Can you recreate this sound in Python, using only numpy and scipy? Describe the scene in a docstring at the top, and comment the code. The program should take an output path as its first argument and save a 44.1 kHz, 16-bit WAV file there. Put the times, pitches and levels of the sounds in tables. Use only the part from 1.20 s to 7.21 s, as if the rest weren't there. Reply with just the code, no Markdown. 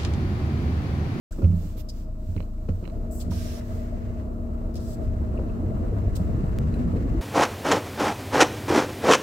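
"""A four-wheel drive wades into a river, heard from the cabin. At first the engine idles, a harmonic
series on its firing rate, while cloth brushes close by and stones strike under the wheels, ringing
the body shell and shaking the trim. Before two seconds the engine takes load and pulls a little faster.
Water then churns ever harder against the floor, spray hisses and the cabin's air booms.
From about four seconds pockets of air gulp under the floor, and near the end comes one dry click."""
import sys
import numpy as np
from scipy import signal
from scipy.fft import rfft, irfft, next_fast_len
from scipy.io import wavfile
from scipy.ndimage import uniform_filter1d

SR = 44100
rng = np.random.default_rng(int(sys.argv[2]) if len(sys.argv) > 2 else 0)


def to_wav(sig):
    """Store sig (one row per channel, or 1-D mono) as 16-bit WAV at the path in sys.argv[1].

    Samples outside -1..1 are clipped; the rate is SR.
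    """
    pcm = np.clip(np.atleast_2d(sig), -1, 1) * 32767
    pcm = np.round(pcm).astype(np.int16)
    wavfile.write(sys.argv[1], SR, pcm.T)  # frames by channels


N = 265085
TIME = np.arange(N) / SR

# Engine speed. Each row: time in seconds, firing rate in Hz.
FIRING_RATE = [(0, 28.35), (1.45, 28.5), (1.66, 29.6), (1.78, 33), (1.95, 33.95), (2.4, 34.05),
               (3.8, 33.35), (4.8, 33.3), (5.3, 31.2), (5.48, 32.3), (5.6, 34.3), (6, 37)]
# Spectra of splashing and of churning water. Each row: frequency in Hz, relative density in dB.
SPLASH_SPECTRUM = [(300, -0.5), (700, -2.5), (900, 1), (1300, 0), (1550, -10.5), (2200, -24.5),
                   (2800, -19.5), (3300, -34.5), (4000, -25.5), (5500, -42.5), (7800, -27.5), (9500, -35.5),
                   (13500, -32), (16000, -39)]
CHURN_SPECTRUM = [(70, -13), (130, 0), (175, -3), (230, -1.5), (255, -6.5), (290, -4), (340, -5),
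                  (400, -8.5), (470, -8.5), (560, -13.5), (700, -16), (850, -27.5), (2000, -102)]


def gain_of(db):
    """Amplitude ratio of a level in decibels."""
    return 10 ** (np.asarray(db) / 20)


def unit_rms(x):
    """Normalisation to an rms of one."""
    return x / np.sqrt(np.mean(x ** 2) + 1e-20)


def at_frequency(points, hz):
    """Interpolation on a logarithmic frequency axis."""
    f, value = np.transpose(points)
    return np.interp(np.log(hz + 1), np.log(f + 1), value)


def curve(rows):
    """Linear interpolation of (time, value) rows at every sample."""
    return np.interp(TIME, *np.transpose(rows))


def swell(s, half_s):
    """Gaussian pulse in time, with standard deviation half_s."""
    return np.exp(-.5 * ((TIME - s) / half_s) ** 2)


def around(hz, centre_hz, octaves):
    """Gaussian band on the octave scale."""
    return np.exp(-.5 * (np.log2((hz + 1) / centre_hz) / octaves) ** 2)


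def panned(db):
    """Constant-power gains for an interaural level difference, left minus right."""
    gains = gain_of(np.array([[.5], [-.5]]) * db)
    return gains / np.sqrt(np.mean(gains ** 2, 0))


def add(mix, s, sound):
    """Superposition of a stereo sound, starting at s seconds."""
    part = mix[:, max(round(s * SR), 0):][:, :sound.shape[1]]
    part += sound[:, :part.shape[1]]


def wander(rate_hz):
    """Random modulation: low-pass noise of unit rms."""
    hz = np.fft.rfftfreq(N, 1 / SR)
    low_pass = np.exp(-(hz / rate_hz) ** 2) * (hz > 0)
    return unit_rms(irfft(rfft(rng.standard_normal(N)) * low_pass, N))


def grains(per_s, spread_db):
    """Shot noise: tiny impacts at random times, a few of them large."""
    size = gain_of(spread_db * np.minimum(rng.exponential(1, (2, N)), 4))
    return unit_rms(size * rng.choice([-1, 1], (2, N)) * (rng.random((2, N)) < per_s / SR))


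def cabin(pair, spectrum, shape=lambda hz: 1):
    """Interaural coherence: two noises, filtered to unit rms, are alike in the bass but not the treble."""
    # Likeness at the two ears. Each row: frequency in Hz, correlation from -1 to 1.
    coherence = [(30, .99), (55, .97), (75, .68), (150, .82), (300, .75), (550, .35), (800, -.15),
                 (1200, -.5), (2000, .12), (4000, 0), (16000, 0)]
    size = next_fast_len(pair.shape[1])
    hz = np.fft.rfftfreq(size, 1 / SR)
    alike = at_frequency(coherence, hz)
    roll_off = np.minimum(spectrum[-1][0] / (hz + 1), 1) ** 4
    response = gain_of(at_frequency(spectrum, hz)) * roll_off * shape(hz)
    mid, side = rfft(pair, size) * np.sqrt([1 + alike, 1 - alike]) * response
    return unit_rms(irfft(np.array([mid + side, mid - side]), size)[:, :pair.shape[1]])


def ringing(modes, t, centre_hz, octaves, ring=1):
    """Modal response: a blow excites most strongly the damped modes near its own pitch."""
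    return sum(gain_of(db) * around(hz, centre_hz, octaves)
               * np.exp(-np.log(1000) * t / (t60 * ring)) * np.sin(2 * np.pi * hz * t)
               for hz, db, t60 in modes)


def load(idle_hz=28.4, pull_hz=33.9):
    """Engine load follows the highest speed so far: 0 at idle, 1 when pulling."""
    return np.maximum.accumulate(np.clip((curve(FIRING_RATE) - idle_hz) / (pull_hz - idle_hz), 0, 1))


def panel_db(idle_db=-54, load_db=7, submerged_db=-5):
    """Drive and damping: load raises the droning panel's level, deep water lowers it."""
    depth = np.clip((TIME - 4.48) / .69, 0, 1)  # water reaches the underbody, then covers it
    return idle_db + load_db * load() + submerged_db * depth


def pushed(full_db, exponent):
    """Power law: amplitude grows with the water's push, to full_db at a push of 0 dB."""
    # Push of the water against the vehicle. Each row: time in seconds, push in dB.
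    push = [(0, -11), (.9, -16.5), (1.45, -15.5), (1.75, -10.5), (2.3, -9), (3.3, -8.5), (4, -5.5),
            (4.55, -3), (4.85, -2.5), (5.4, -0.5), (6, -0.5)]
    return gain_of(full_db + exponent * curve(push))


def engine(firing_phase, waver_db=1.2, rocking_db=2.5, shudder_db=8, drift_rad=.16):
    """Periodic firing gives a harmonic series; load shifts its balance and rocks the engine's mounts."""
    # Harmonics. Each row: multiple of the firing rate, level at idle in dB, level under load in dB.
    orders = [(1, -33, -36.5), (2, -39, -37.5), (3, -45, -50), (4, -50, -54), (5, -55, -66),
              (6, -56.5, -47.5), (8, -50, -53.5), (9, -54.5, -59), (10, -63.5, -51), (11, -57.5, -68.5),
              (13, -73, -56)]
    out, effort = 0, load()
    mounts_db = shudder_db * swell(1.777, .059) + rocking_db * effort * wander(4.2)
    for order, idle_db, load_db in orders:
        level_db = idle_db + effort * (load_db - idle_db) + waver_db * wander(10)
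        level_db += mounts_db * (order == 1)
        phase = order * firing_phase + 2 * np.pi * rng.random() + drift_rad * wander(2.7)
        out += gain_of(level_db) * np.sin(phase)
    return np.sqrt(2) * out * panned(1)


def hum(firing_phase, order=7):
    """Resonance: the cabin reinforces one harmonic, which sags in deep water and climbs with throttle."""
    # Strength of the hum. Each row: time in seconds, level in dB.
    levels = [(0, -52.5), (1.7, -50.5), (1.88, -39), (3.4, -38.5), (4.3, -39), (4.9, -45), (5.3, -39.5),
              (5.6, -32), (5.72, -39.5), (6, -37)]
    return np.sqrt(2) * gain_of(curve(levels)) * np.sin(order * firing_phase) * panned(2.9)


def drone(firing_phase, hz=642, octaves=.074, pulsing=.29, steadiness=.66, width=.72, cylinders=4):
    """Forced vibration: a panel buzzes with each firing and, under load, swells once an engine cycle."""
    # Strongest surges of the panel. 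Each row: time in seconds, gain in dB.
    surges = [(1.737, 11), (1.915, 3.5), (2.267, 4.5), (2.615, 5), (2.735, 3), (3.81, 8), (4.53, 9),
              (4.625, 6), (4.879, 6.5), (5.09, 8.5)]
    cycle = (firing_phase - np.interp(2.265, TIME, firing_phase)) / cylinders  # a crest at 2.265 s
    flutter_db = 5 * load() * (.5 + .5 * np.cos(cycle)) ** 2
    surge_db = sum(db * swell(s, .016) for s, db in surges) + 1.3 * wander(35)
    buzz = cabin(rng.standard_normal((2, N)), SPLASH_SPECTRUM, lambda f: around(f, hz, octaves))
    mid = buzz.mean(0)
    buzz = mid + width * (buzz - mid)
    swing = np.sqrt(abs(uniform_filter1d(mid ** 2, size=600)) + 1e-12)
    buzz = unit_rms(buzz / swing ** steadiness)  # its fixings hold the panel to an even swing
    level_db = panel_db() + flutter_db + surge_db - 3
    return buzz * (1 + pulsing * np.sin(firing_phase)) * gain_of(level_db) * panned(1.4)


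def whine(hz=623.4, waver_db=2.5, drift_rad=.33):
    """A tone in the panel wavers in amplitude and phase; under load it gives way to the buzz."""
    level_db = panel_db() - 4 - 3 * load() + waver_db * wander(18)
    tone = np.sqrt(2) * np.sin(2 * np.pi * hz * TIME + drift_rad * wander(6.6))
    return tone * gain_of(level_db) * panned(1.2)


def river(firing_phase, lumps_db=1.5, flicker_db=1.77, clatter=.087):
    """Impact noise: wheels rumble on gravel, water slaps the floor and splashes in the wheel wells."""
    # Ridges of gravel under the wheels. Each row: time in seconds, gain in dB.
    ridges = [(2.13, 4.5), (2.88, 4), (3.85, 5), (4.15, 1.5), (4.6, 3), (5.05, 4)]
    # Rolling on gravel. Each row: frequency in Hz, relative density in dB.
    rumble_spectrum = [(15, -18), (26, 1.5), (40, 8.5), (52, -5), (68, 10.5), (98, 8), (122, -3),
                       (170, -37), (300, -64)]
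    lumps = wander(23)
    ridges_db = sum(db * swell(s, .096) for s, db in ridges)
    rumble = cabin(grains(500, 3.04), rumble_spectrum) * pushed(-28.5, .85) * gain_of(ridges_db)
    churn = cabin(grains(1400, 3.76), CHURN_SPECTRUM) * gain_of(lumps_db * lumps)
    churn = unit_rms(churn) * pushed(-32.2, .97)
    splash = cabin(grains(9000, 2.7), SPLASH_SPECTRUM) * gain_of(flicker_db * (lumps + wander(15)) / 2)
    splash = unit_rms(splash) * pushed(-46, .83)
    beat = 1 + clatter * (1 - load()) * np.sin(firing_phase)  # at idle each firing modulates the noise
    return panned(.7) * (rumble + beat * churn) + beat * splash


def cloth_rustle():
    """Friction noise: a faint rustle grows with the jostling and adds in power to slow rubs."""
    # Soft rubs of cloth. Each row: middle in seconds, half length in seconds, level in dB.
    rubs = [(0.145, 0.15, -59), (0.459, 0.075, -55.5), (0.787, 0.041, -58.5), (1.13, 0.088, -61),
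            (1.605, 0.2, -65), (2.534, 0.089, -57.5), (2.75, 0.26, -73), (3.84, .03, -62)]
    # Rustling cloth. Each row: frequency in Hz, relative density in dB.
    spectrum = [(1000, 2), (2200, -3), (2800, -1.5), (3300, -3.5), (3800, -1), (5000, -1.5), (6500, -2),
                (7900, 0), (9000, -9), (11000, -9), (13500, -2), (16000, -6)]
    rubbing = sum(gain_of(db) * swell(s, half_s) for s, half_s, db in rubs) * panned(-5)
    jostling = pushed(-66, .23) * panned(-2.5)
    return cabin(grains(14000, 3.2), spectrum) * np.hypot(rubbing, jostling)


def cloth_strokes(sharp_octaves=.08, ends_db=-3, fall_s=.007, echo_db=-14, echo_s=.077):
    """Stick-slip friction: fibres slip in dense grains during each brisk stroke; a short echo follows."""
    # Each row: start, rise and length in seconds, level and swell over the stroke in dB, lower and
    # upper edge in Hz, left minus right in dB, boost of a sharp hiss in dB, its centre in Hz.
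    strokes = [(0.118, .006, 0.016, -52, -5, 5470, 9900, 0, 9, 7760),
               (0.563, .0075, 0.049, -51.5, 8.5, 1750, 19000, -24, 7, 13000),
               (0.686, .0015, 0.018, -44, 1, 4300, 8500, -1.5, 11, 5000),
               (1.907, .006, 0.12, -49, 0, 6900, 19000, 1, 11, 7740),
               (1.994, .0075, 0.026, -49, 10.5, 3000, 8000, 5, 3, 4600),
               (2.102, .0075, 0.295, -47, -1, 900, 13000, -3.5, 5, 5550),
               (3.5405, .001, 0.008, -55, -2, 3400, 15000, 2, 5, 5200),
               (3.555, .0004, 0.003, -45.5, -3, 3400, 11000, 3, 6, 5200),
               (3.559, .003, 0.02, -52, 1, 2800, 9500, 3, 7, 5200),
               (3.592, .0075, 0.155, -56, 12.5, 3740, 16000, 1.5, 9, 7800),
               (4.949, .006, 0.02, -43.5, 8, 3080, 17000, 1, 7.5, 7660)]
    # Brushed cloth. Each row: frequency in Hz, relative density in dB.
    spectrum = [(710, -34), (1200, 10.5), (1430, -18), (1570, 9), (1750, 2.5), (2040, 3), (2270, 3),
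                (2870, 4), (3760, 4), (5040, 4.5), (6810, 2), (9210, -1), (11200, -2), (14000, 3.5),
                (15800, 0)]
    out, fibres, t = np.zeros((2, N)), grains(18000, 3.2), np.arange(SR // 2) / SR
    for s, rise_s, length_s, db, swell_db, low_hz, high_hz, pan_db, sharp_db, sharp_hz in strokes:
        def band(f):
            """Band-pass response with one narrow peak."""
            edges = np.sqrt((1 + (low_hz / (f + 1)) ** 8) * (1 + (f / high_hz) ** 6))
            return gain_of(sharp_db * around(f, sharp_hz, sharp_octaves)) / edges
        hiss = cabin(fibres[:, round(s * SR):][:, :len(t)], spectrum, band)
        along = np.minimum(t / length_s, 1) - .5
        hold = gain_of(db + swell_db * along + ends_db * (2 * along) ** 2)  # fastest in mid-stroke
        after = np.maximum(t - length_s, 0)
        release = np.hypot(np.exp(-after / fall_s), gain_of(echo_db) * np.exp(-after / echo_s))
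        add(out, s, hiss * np.minimum(t / rise_s, 1) * hold * release * panned(pan_db))
    return out


def trim_rattle(chatter_s=.0032, contact_s=.00025, clink_hz=4120, clink_s=.0045):
    """Contact noise: jolted plastic snaps or chatters, a metal clip clinks, the cabin scatters snaps."""
    # Each row: start in seconds, level in dB, centre in Hz, spread in octaves,
    # left minus right in dB, share of clean snap as against chatter from 0 to 1.
    ticks = [(0.124, -33, 1520, .14, 5, 0), (.243, -30, 2500, 0.53, 4, 0.7), (.313, -41, 2600, .4, 6, .4),
             (1.1647, -30.5, 2800, 1.6, -27, 0.96), (1.176, -34, 2200, .28, 1, 0),
             (1.196, -38, 2700, .5, -10, .2), (1.2044, -28.5, 1700, 1.6, -22, 0.93),
             (1.2245, -39.5, 4100, .7, -11, .1), (1.378, -46, 2450, .2, -4, .1),
             (1.487, -35, 2300, 0.93, 1, 0.2), (1.6415, -32, 1800, 1, -16, .7),
             (1.652, -30.5, 3100, 0.62, -21, .1), (1.6768, -29.5, 2700, 1.7, -20, 0.9),
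             (1.699, -35.5, 3300, 1.5, -15, .8), (4.174, -33, 2600, 0.13, 3, 0.06),
             (4.293, -38, 2680, .08, 2, 0), (5.541, -28.5, 6000, 1.6, -6, 0.7),
             (5.769, -32, 3000, 1.2, -16, 0.7)]
    # Modes of the plastic trim. Each row: frequency in Hz, level in dB, time to fall 60 dB in seconds.
    modes = [(580, 5, 0.014), (960, 1.5, 0.0066), (1280, -11.5, 0.0039), (2230, -11, 0.007),
             (2530, -7.5, 0.007), (2830, -16.5, 0.011), (4030, -14.5, 0.017), (7800, -13, .002),
             (13000, -26, .002)]
    # Chattering trim. Each row: frequency in Hz, relative density in dB.
    spectrum = [(300, -6), (900, 20), (1700, 4), (2300, 9.5), (3000, 8), (3500, -30), (4000, 7), (4250, 5),
                (4700, -26), (8000, -1), (16000, -14)]
    out, slips, t = np.zeros((2, N)), grains(2500, 2.5), np.arange(SR // 10) / SR
    tail = gain_of(-26) * np.exp(-t / .01)
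    chatter = gain_of(-17) * t / chatter_s * np.exp(1 - t / chatter_s)
    clink = 2 * gain_of(-22) * np.sin(2 * np.pi * clink_hz * t)
    clink *= np.minimum(t / chatter_s, 1) * np.exp(-t / clink_s)
    for s, db, centre_hz, octaves, pan_db, clean in ticks:
        band = lambda f: around(f, centre_hz, octaves)
        scatter = cabin(slips[:, round(s * SR):][:, :len(t)], spectrum, band)
        crack = ringing(modes, t, centre_hz, octaves) * (1 - np.exp(-t / contact_s)) + scatter * tail
        rattle = scatter * chatter + clink * band(clink_hz)
        add(out, s, gain_of(db) * panned(pan_db) * (clean * crack + (1 - clean) * rattle))
    return out


def stone_knocks(octaves=.56, rise_cycles=.7, crunch_s=.016, crunch_rise_s=.0023, lowest_hz=58):
    """Impact excitation: stones ring the body shell, higher blows rising faster, with a crunch of grit."""
    # Each row: start in seconds, level in dB, centre in Hz, factor on the ring time, crunch in dB.
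    blows = [(.185, -18.5, 370, 1.15, -31), (.218, -17.5, 480, 0.9, -29), (.231, -10.3, 95, 0.38, -36),
             (.243, -10.8, 110, 1.06, -29.5), (.302, -20.5, 175, 1, -64), (.332, -16.5, 125, 0.65, -65),
             (.45, -21.5, 195, 0.24, -61), (1.088, -19, 108, 0.49, -58), (1.1631, -16, 118, 0.46, -35),
             (1.204, -24, 340, .3, -48), (1.486, -16, 560, 0.22, -25.5), (1.488, -19.5, 250, 0.43, -45),
             (1.493, -15.5, 85, 0.62, -56), (1.626, -29.5, 200, 1.04, -36), (2.066, -21.5, 130, 1.3, -61),
             (2.111, -24.5, 135, 1.0, -50), (2.116, -21.5, 850, 0.83, -40), (2.168, -28, 120, .5, -55),
             (2.212, -28, 135, .5, -55), (2.534, -18.5, 80.5, 0.4, -49), (3.18, -32, 375, .9, -55),
             (4.19, -19.5, 594, 0.98, -31.5), (5.761, -16, 360, 0.5, -28)]
    # Modes of the body shell. Each row: frequency in Hz, level in dB, time to fall 60 dB in seconds.
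    modes = [(89.1, 3, 0.42), (105.2, -0.5, 0.2), (121.7, -7, 0.11), (143.5, -3, 0.12), (170, -1, 0.32),
             (194.4, -1.5, 0.22), (237.2, -3, 0.12), (274, -13, 0.19), (356, -10.5, 0.11), (442, -8, 0.062),
             (543, -14.5, 0.13), (628, -22, 0.1), (770, -22, 0.098), (952, -13.5, 0.054),
             (1230, -16, 0.068), (1400, -20, 0.054)]
    # Crunching grit. Each row: frequency in Hz, relative density in dB.
    spectrum = [(100, -15), (230, 9), (520, 5.5), (750, -22), (1300, -11), (1800, -29), (2600, -29.5),
                (3600, -38), (5000, -33), (9000, -43), (16000, -74)]
    out, t = np.zeros((2, N)), np.arange(SR // 2) / SR
    for s, db, centre_hz, ring, crunch_db in blows:
        thud = ringing(modes, t, centre_hz, octaves, ring) * (1 - np.exp(-t * centre_hz / rise_cycles))
        crunch = cabin(rng.standard_normal((2, len(t))), spectrum)
        crunch *= np.exp(-t / crunch_s) * np.minimum(t / crunch_rise_s, 1)
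        add(out, s, gain_of(db) * thud + gain_of(crunch_db) * crunch)
    # The blows carry little sound below the shell's first mode.
    low_cut = signal.butter(2, lowest_hz, "highpass", fs=SR, output="sos")
    return signal.sosfilt(low_cut, out) * panned(-3)


def spray(flicker_db=1.5):
    """Shot noise of fine drops along the sides: once with the bow wave, then growing in deep water."""
    # Strength of the spray. Each row: time in seconds, level in dB.
    levels = [(0, -71), (1.4, -80), (1.8, -68.5), (2.3, -61), (2.5, -57.5), (3.02, -60), (3.08, -71.5),
              (3.5, -65.5), (3.7, -62), (4.5, -60.5), (5, -58), (5.5, -54), (6, -54.5)]
    # Hiss of the drops. Each row: frequency in Hz, relative density in dB.
    spectrum = [(700, -8), (1400, 2.5), (1700, 3), (2050, 1), (2400, -5), (2800, -4.5), (3350, -11.5),
                (4000, -10.5), (5500, -13), (7800, -14.5), (9500, -30), (13500, -23), (16000, -29.5)]
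    return cabin(grains(9000, 3.5), spectrum) * gain_of(curve(levels) + flicker_db * wander(33))


def boom(waver_rad=.49):
    """Cavity resonance: the water's push drives the cabin's air modes, and single low notes swell."""
    # Low notes in the cabin, the first a long engine boom near 66 Hz.
    # Each row: middle in seconds, half length in seconds, pitch in Hz, level in dB.
    low_swells = [(3.98, 0.22, 65.96, -29), (4.48, 0.049, 90.2, -29.5), (4.77, 0.08, 99.9, -27.5),
                  (5.46, 0.045, 153, -31.5), (5.604, 0.043, 50, -26), (5.976, 0.045, 48, -26.5)]
    # Response of the cabin's air. Each row: frequency in Hz, relative density in dB.
    spectrum = [(20, -23.5), (38, -52), (46, 15), (53, 14), (62, 4.5), (125, 2), (158, -1.5), (190, -8),
                (235, -6.5), (275, -18.5), (400, -50)]
    notes = 0
    for s, half_s, hz, db in low_swells:
        phase = 2 * np.pi * hz * (TIME - s) + waver_rad * wander(8.3)
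        notes += gain_of(db) * swell(s, half_s) * np.sin(phase)
    air = cabin(rng.standard_normal((2, N)), spectrum) * pushed(-28.2, 1.5)
    return air + np.sqrt(2) * notes * panned(1.7)


def gulps(froth_db=-11, froth_octaves=1.1):
    """Bubble resonance: each air pocket swells, glides in pitch as it is squeezed, and dies in froth."""
    # Each row: start in seconds, level in dB, pitch in Hz, rise in seconds, glide in octaves a second.
    pockets = [(4.183, -34, 447, 0.012, 17.5), (4.385, -30, 250, .008, 10), (4.422, -30, 311, .013, 7),
               (4.505, -26, 215, 0.0086, 0), (4.54, -27, 200, 0.0088, 6), (4.595, -27, 214, 0.0094, 6),
               (4.715, -34, 459, .012, -11), (4.997, -25, 170, .011, 7), (5.001, -34, 369, 0.0084, 11),
               (5.088, -27, 161, .008, 5), (5.135, -22, 112, .016, 4), (5.172, -33, 328, 0.014, 10),
               (5.228, -23.5, 149.5, 0.011, 11), (5.395, -22.5, 134, 0.011, 7),
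               (5.585, -26, 243.4, 0.015, 2.5), (5.648, -25.5, 175, 0.017, -8), (5.715, -22, 85, .018, -6),
               (5.838, -26.5, 251, 0.011, 6), (5.935, -31.5, 321, 0.019, 3.5)]
    out, t = np.zeros((2, N)), np.arange(SR // 8) / SR
    for s, db, hz, peak_s, glide in pockets:
        pitch_hz = hz * 2 ** (glide * (t - peak_s))
        note = np.sqrt(2) * np.sin(2 * np.pi * np.cumsum(pitch_hz) / SR)
        band = lambda f: around(f, 2 * hz, froth_octaves)
        froth = cabin(rng.standard_normal((2, len(t))), CHURN_SPECTRUM, band)
        envelope = (t / peak_s * np.exp(1 - t / peak_s)) ** 2
        add(out, s, gain_of(db) * envelope * (note + gain_of(froth_db) * froth))
    return out * panned(1.3)


def lapping(gulps_per_s=70):
    """Sparse shot noise: small hollow gulps under the floor pan grow steeply with the water's push."""
    # Lapping water. Each row: frequency in Hz, relative density in dB.
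    spectrum = [(100, -33), (150, -6), (185, 5), (232, 2), (260, -6), (300, -1.5), (345, -17), (420, -38),
                (700, -52)]
    return cabin(grains(gulps_per_s, 2.3), spectrum) * pushed(-35.5, 3.8)


def click(start_s=5.387, peak_db=-20.5, relax_s=.00007):
    """A very short pulse has a broad spectrum and is heard as one dry click."""
    out, t = np.zeros((2, N)), np.arange(SR // 100) / SR
    add(out, start_s, gain_of(peak_db) * panned(-1.5) * np.exp(-t / relax_s))
    return out


def scene():
    """Superposition of engine, river, body and cloth in the cabin."""
    firing_phase = 2 * np.pi * np.cumsum(curve(FIRING_RATE)) / SR
    motor = engine(firing_phase) + hum(firing_phase) + drone(firing_phase) + whine()
    water = river(firing_phase) + spray() + lapping() + gulps()
    return (motor + water + boom() + stone_knocks() + trim_rattle() + click()
            + cloth_strokes() + cloth_rustle())


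def record(dry, start_s=.108, fade_s=.003, edge_hz=15850):
    """Gating and band limiting: a moment of silence, a short fade at each end, then a low-pass filter."""
    gate = np.clip(np.minimum(TIME - start_s, TIME[-1] - TIME) / fade_s, 0, 1)
    low_pass = signal.firwin(511, edge_hz, window=("kaiser", 9), fs=SR)
    return signal.oaconvolve(dry * gate, low_pass[None], "same")


dry = scene()
out = record(dry)
to_wav(out)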